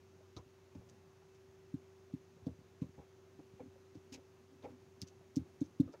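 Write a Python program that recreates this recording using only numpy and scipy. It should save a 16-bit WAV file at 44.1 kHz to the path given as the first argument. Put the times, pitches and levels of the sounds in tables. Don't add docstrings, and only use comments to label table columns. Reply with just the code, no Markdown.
import sys
import numpy as np
from scipy import signal
from scipy.fft import rfft, irfft, next_fast_len
from scipy.io import wavfile
from scipy.ndimage import uniform_filter1d, map_coordinates

SR = 44100
rng = np.random.default_rng(int(sys.argv[2]) if len(sys.argv) > 2 else 0)


def materialize(psi):
    bounded = np.clip(np.atleast_2d(psi).T, -1, 1)
    quanta = np.round(bounded * 32767).astype(np.int16)
    wavfile.write(sys.argv[1], SR, quanta)


def gain_from_db(level_db):
    decades = np.asarray(level_db, float) / 20
    return 10 ** decades


N = 264582


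def unit(x):
    return x / np.sqrt(np.mean(x ** 2) + 1e-20)


def along(points, hz):
    f, v = np.transpose(points)
    return np.interp(np.log(hz + 1), np.log(f + 1), v)


def wobble(rate):
    values = rng.standard_normal(int(N * rate / SR) + 4)
    return map_coordinates(values, [np.arange(N) * rate / SR])


def filtered(x, response):
    m = next_fast_len(len(x) + 8192)
    spectrum = rfft(x, m) * response(np.fft.rfftfreq(m, 1 / SR))
    return irfft(spectrum, m)[:len(x)]


def resonances(modes):
    def response(f):
        total = 0
        for k, (centre, width, db) in enumerate(modes):
            ringing = 1j * f * width / (centre * centre - f * f + 1j * f * width)
            total = total + (-1) ** k * gain_from_db(db) * ringing
        return total
    return response


def add(track, s, sound):
    part = track[max(round(s * SR), 0):][:len(sound)]
    part += sound[:len(part)]


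def burst(t, rise, hold, t60):
    rise = max(rise, 1 / SR)
    onset = np.sin(np.pi / 2 * np.clip(t / rise, 0, 1)) ** 2
    fade = gain_from_db(-60 * np.clip(t - rise - hold, 0, None) / max(t60, .003))
    return onset * fade


def even(x):
    return unit(x / np.abs(signal.hilbert(x)) ** .5)


def hiss():
    # frequency in Hz, level in dB per Hz.
    hiss_colour = [(30, -33), (55, 4.5), (80, -2), (200, -1), (450, -5.5), (1100, -11), (1700, -15),
                   (2600, -17.5), (3400, -20.5), (5000, -22), (6500, -19), (7800, -30), (10000, -32),
                   (15700, -34.5)]
    z = signal.stft(rng.standard_normal(N), nperseg=512)[2]
    across_pitch = uniform_filter1d(rng.standard_normal(z.shape), size=6, axis=0)
    patches = uniform_filter1d(across_pitch, size=14, axis=1)
    patchy = signal.istft(z * gain_from_db(0.66 * unit(patches)), nperseg=512)[1][:N]
    return gain_from_db(-72.5 + 3.5) * unit(filtered(patchy, lambda f: gain_from_db(along(hiss_colour, f))))


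def hum():
    # frequency in Hz, rms level in dB, speed of the wavering in Hz.
    hum_lines = [(92.5, -69.5, 4.5), (118, -79.5, 6.4), (166.6, -80, 6.2), (362.7, -76.5, 7.5),
                 (383.4, -65.5, 2), (855, -95, 11), (2630, -92.5, 12)]
    out, t = np.zeros(N), np.arange(N) / SR
    for hz, db, unsteady in hum_lines:
        drift = 0.14 * wobble(unsteady)
        out += gain_from_db(db + 2 + 1.7 * wobble(unsteady)) * np.sin(2 * np.pi * hz * t + drift)
    return out


def murmur():
    # time in seconds, level in dB.
    stir = [(0.0, -62), (0.13, -84), (0.72, -67), (0.92, -62), (1.19, -71.5), (1.47, -67.5), (2.09, -78),
            (2.55, -67), (3.93, -71), (4.4, -68), (4.66, -61), (5.08, -67.5), (5.41, -62.5), (5.78, -61.5),
            (6.0, -72)]
    pushes = rng.standard_normal(N) * gain_from_db(3.7 * wobble(25))
    board = resonances([(116, 69, 0.5), (156, 33, 0.95), (232, 41, -2.7)])
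    s, stir_db = np.transpose(stir)
    level = np.interp(np.arange(N) / SR, s, stir_db)
    return gain_from_db(level - 8.0) * unit(filtered(pushes, board))


def scuffs():
    # start in seconds, peak in dB, upper tone in dB
    # against the peak, upper tone in Hz, length in seconds.
    stick_scuffs = [(0.752, -53, -9, 860, 0.01), (0.811, -58, -15, 850, 0.018),
                    (1.219, -68, 4.5, 840, 0.017), (2.1, -58.5, -20, 800, 0.014),
                    (2.37, -60, -19, 869, 0.021), (2.469, -41, -28, 850, 0.011),
                    (2.484, -44, -28, 840, 0.012), (2.821, -50.5, -15, 1077, 0.023),
                    (2.98, -51, -9.5, 814, 0.034), (3.396, -51.5, -11.5, 766, 0.013),
                    (3.598, -54.5, 0, 804, 0.017), (3.605, -43.5, -12.5, 786, 0.016),
                    (3.759, -54.5, -25, 991, 0.013), (3.951, -55.5, -17, 993, 0.013),
                    (4.135, -56.5, -7, 847, 0.026), (4.177, -53, -20, 824, 0.02),
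                    (4.63, -50, -11, 900, 0.051), (4.643, -44.5, -8, 828, 0.028),
                    (5.214, -52, -30, 880, 0.009), (5.367, -51.5, -23, 825, 0.02),
                    (5.617, -49, -19, 880, 0.014), (5.8, -50, -24, 840, 0.029),
                    (0.208, -65, 2, 600, 0.013), (0.368, -57.5, -1.5, 700, 0.025),
                 (0.368, -61.5, 5, 1266, 0.014), (0.369, -60.5, 4.5, 1004, 0.014),
                 (0.385, -52.5, -7, 1030, 0.016), (3.012, -63.5, 2, 880, 0.013),
                 (4.656, -45, -7.5, 830, 0.017), (5.879, -51.5, -13, 1240, 0.017),
                 (5.941, -41.5, -15, 1315, 0.012), (5.935, -54, -5, 910, 0.019),
                 (5.94, -64, -4.5, 1676, 0.019)]
    # frequency in Hz, width in Hz, level in dB.
    board_tones = [(857, 14.6, -1.5), (1310, 57, -14.5), (2350, 190, -10)]
    out, t = np.zeros(N), np.arange(SR // 4) / SR
    lower = resonances([(489, 170, 0)])
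    for s, db, upper_db, upper_hz, length in stick_scuffs:
        rub = rng.standard_normal((2, len(t)))
        upper = resonances([(upper_hz, 160, 0)] + board_tones)
        wood = even(filtered(rub[0], lambda f: lower(f) ** 2))
        wood = wood + gain_from_db(upper_db + 4.0) * even(filtered(rub[1], lambda f: upper(f) ** 2))
        shape = burst(t, 0.18 * length, 0.5 * length, 5 * length)
        add(out, s - .004, shape * gain_from_db(db - 9.5) * wood)
    return out


def nudges():
    # start in seconds, peak in dB, middle mode and low mode in dB against the peak.
    light_nudges = [(0.357, -60, -4, 14), (0.385, -59, -6, 0), (0.454, -60, -4, -5), (0.75, -59.5, 0, 10.5),
                    (0.772, -59, 4, 5), (0.788, -63, 5, 2), (0.906, -62, -8, -7), (1.478, -67, -10, 5),
                    (1.747, -50, -15, -10), (2.357, -66, 9, -15), (2.416, -65, -9, 10),
                    (2.507, -60, -13, 9), (2.581, -58, -2, -6), (2.607, -60, -5, -2),
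                    (2.973, -52.5, -11, -1), (2.987, -52.5, -2, -1.5), (3.396, -58, -2, -20),
                    (3.529, -61, 1.5, -1), (3.672, -58, -10, -3), (3.963, -60.5, 3, 6), (2.883, -58, 3, -6),
                    (5.013, -52.5, 3.5, 1), (5.407, -52.5, -7, 1), (5.847, -55, -9, 8)]
    return [row + (264, 0.0096) for row in light_nudges]


def presses():
    # start in seconds, peak in dB, middle mode in dB against the peak,
    # upper mode in Hz, loss to the first rebound in dB.
    firm_dabs = [(0.362, -44, -19, 320, 9), (0.747, -42.5, -5.5, 268, 12), (1.733, -30, -10, 266, 23),
                 (2.13, -31.5, -9, 265, 20), (2.46, -29, -10, 263, 13.5), (2.811, -30.5, -5, 261.6, 15),
                 (3.383, -43.5, -20, 296, 20), (3.946, -41, -18, 294, 15), (5.023, -47.5, 1, 255, 25),
                 (5.361, -21, -15, 269.4, 15.5), (5.607, -22.5, -18, 275.3, 27.5),
                 (5.792, -15.5, -14, 270.7, 24.5)]
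    contact_s, flight_s = 0.011, 0.023
    touches = []
    for s, db, middle_db, hz, loss_db in firm_dabs:
        low_db = -71 + 0.2 * (db + 30) - db
        press_s = contact_s + 0.00006 * (db + 32.5)
        touches.append((s, db, middle_db, low_db, hz, press_s))
        for k in range(3):
            rebound_db = db - loss_db - 12 * k
            touches.append((s + flight_s * (k + 1), rebound_db, middle_db + 3.5, -9, hz, contact_s))
    return touches


def drags():
    # start in seconds, peak in dB, time between slips in seconds, fade per slip in dB,
    # upper mode in Hz.
    sticky_drags = [(3.597, -45.5, 0.027, 0.5, 258), (4.113, -43.5, 0.027, 3, 261),
                    (4.514, -54.5, 0.035, 2.5, 258), (4.632, -44.5, 0.032, 5, 268),
                    (4.712, -50, 0.016, 3, 259), (5.822, -39, 0.022, 4, 256), (5.883, -44, 0.022, 10, 283)]
    return [(s + gap * k, db - fade_db * k, -23.5, -21, hz, 0.014)
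            for s, db, gap, fade_db, hz in sticky_drags for k in range(3)]


def thumps():
    # frequency in Hz, level in dB, stretch of the contact time.
    low_modes = [
        (155.7, 6, 0.9),
        (90.2, 4.5, 1.5),
    ]
    out, t = np.zeros(N), np.arange(SR // 8) / SR

    def swell(life):
        choked = np.exp(-(t / life) ** 3.23)
        return np.tanh(t / 0.0028) ** 2 * (choked + 0.046 * np.exp(-t / 0.055))

    for s, db, middle_db, low_db, hz, contact in nudges() + presses() + drags():
        upper = np.sin(2 * np.pi * hz * t * (0.984 + 1.8 * t))
        thump = -gain_from_db(db - 4.5) * swell(1.38 * contact) * upper
        for rel_db, (mode_hz, mode_db, stretch) in zip((middle_db, low_db), low_modes):
            tone = np.sin(2 * np.pi * mode_hz * (t - .0038))
            thump -= gain_from_db(db + rel_db + mode_db) * swell(stretch * contact) * tone
        add(out, s + 0.00573, thump)
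    return out


def rustles():
    # start in seconds, peak in dB, hold in seconds, boost at the centre in dB, centre in Hz.
    paper_ticks = [(0.363, -51, 0.014, 1, 5790), (0.368, -42, 0.0036, 15, 4000),
                   (0.75, -55.5, 0.007, 1, 2630), (0.89, -55, 0.01, -2, 6430),
                   (1.344, -60.5, 0.012, 9, 2650), (2.1241, -60, 0.011, 4, 2670),
                   (2.464, -52.5, 0.0059, 6, 3800), (2.813, -54.5, 0.012, 20, 2270),
                   (3.946, -58, 0.012, 5, 3690), (4.129, -46, 0.022, 15, 2450),
                   (4.121, -39, 0.02, -16, 6250), (4.626, -54, 0.0065, 12, 3700),
                   (4.634, -54.5, 0.014, 20, 2300), (5.006, -53, 0.02, -1, 5360),
                   (5.019, -37.5, 0.0052, 1, 5050), (5.069, -50.5, 0.015, 5, 6200),
                   (5.362, -41, 0.0081, 8, 6100), (5.605, -50, 0.011, 4, 6530),
                   (5.637, -57, 0.018, 6, 5900), (5.8, -50.5, 0.0082, -3, 4060),
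                   (5.925, -58, 0.015, 4, 5070)]
    # frequency in Hz, level in dB per Hz.
    paper_colour = [(710, -35), (1200, -18), (1660, -11.5), (2620, -2.5), (3790, -1.5), (6370, 2.5),
                    (8170, -12.5), (14000, -24), (16000, -24)]
    out, t = np.zeros(N), np.arange(SR // 5) / SR
    for s, db, hold, boost_db, hz in paper_ticks:
        white, lumps = rng.standard_normal((2, len(t)))
        grain = gain_from_db(3.63 * unit(uniform_filter1d(lumps, size=40)))

        def colour(f):
            boost = 1 + gain_from_db(boost_db) / (1 + ((f - hz) / 450) ** 2)
            return gain_from_db(along(paper_colour, f)) * boost

        shape = burst(t, 0.53 * hold, hold, 0.053)
        add(out, s - .003, gain_from_db(db - 18.0) * grain * shape * unit(filtered(white, colour)))
    return out


def snaps():
    # start in seconds, peak in dB, ring in Hz.
    glue_snaps = [(0.8978, -50, 6530), (4.1984, -66, 5090), (5.0174, -29.5, 5170), (5.023, -43, 4470),
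                  (5.0299, -48, 4630), (5.359, -37.5, 5800), (5.3643, -38.5, 6000), (5.3642, -37.5, 5050),
                  (5.6093, -52, 6540), (5.9254, -59, 5590), (5.9384, -57.5, 5170)]
    out, t = np.zeros(N), np.arange(SR // 5) / SR
    for s, db, hz in glue_snaps:
        ring = burst(t, 0.00015, 0, 0.0027) * np.sin(2 * np.pi * hz * t)
        noise = uniform_filter1d(rng.standard_normal(len(t)), size=2)
        crack = 0.16 * burst(t, .0001, 0, 0.0031) * noise
        thin = lambda f: (1j * f / (1800 + 1j * f)) ** 2
        add(out, s, gain_from_db(db - 0.5) * filtered(ring + crack, thin))
    return out


def scene():
    room = hiss() + hum() + murmur()
    return (room + scuffs() + thumps() + rustles() + snaps())[None]


def microphone(x):
    bass = resonances([(70, 85, 0)])
    return filtered(x, lambda f: bass(f) ** 2 * (1j * f / 85) ** 2 + gain_from_db(-27))


def converter(x):
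    # multiple of the ripple frequency, level in dB.
    images = [(1, -30), (2, -38), (3, -41), (4, -44)]
    ripple_hz, t = 3898, np.arange(N) / SR
    ripple = sum(gain_from_db(db) * np.cos(2 * np.pi * k * ripple_hz * t) for k, db in images)
    ripple = ripple + gain_from_db(-37) * rng.standard_normal(N)
    low_tones = filtered(x, lambda f: f < 1500)
    return filtered(x + gain_from_db(-9.0) * ripple * low_tones, lambda f: f < 15780)


def band_limit(x):
    return signal.sosfilt(signal.butter(12, 16240, fs=SR, output="sos"), x)


def record(dry):
    mix = converter(microphone(dry[0]))
    return band_limit(mix[None])


dry = scene()
out = record(dry)
materialize(out)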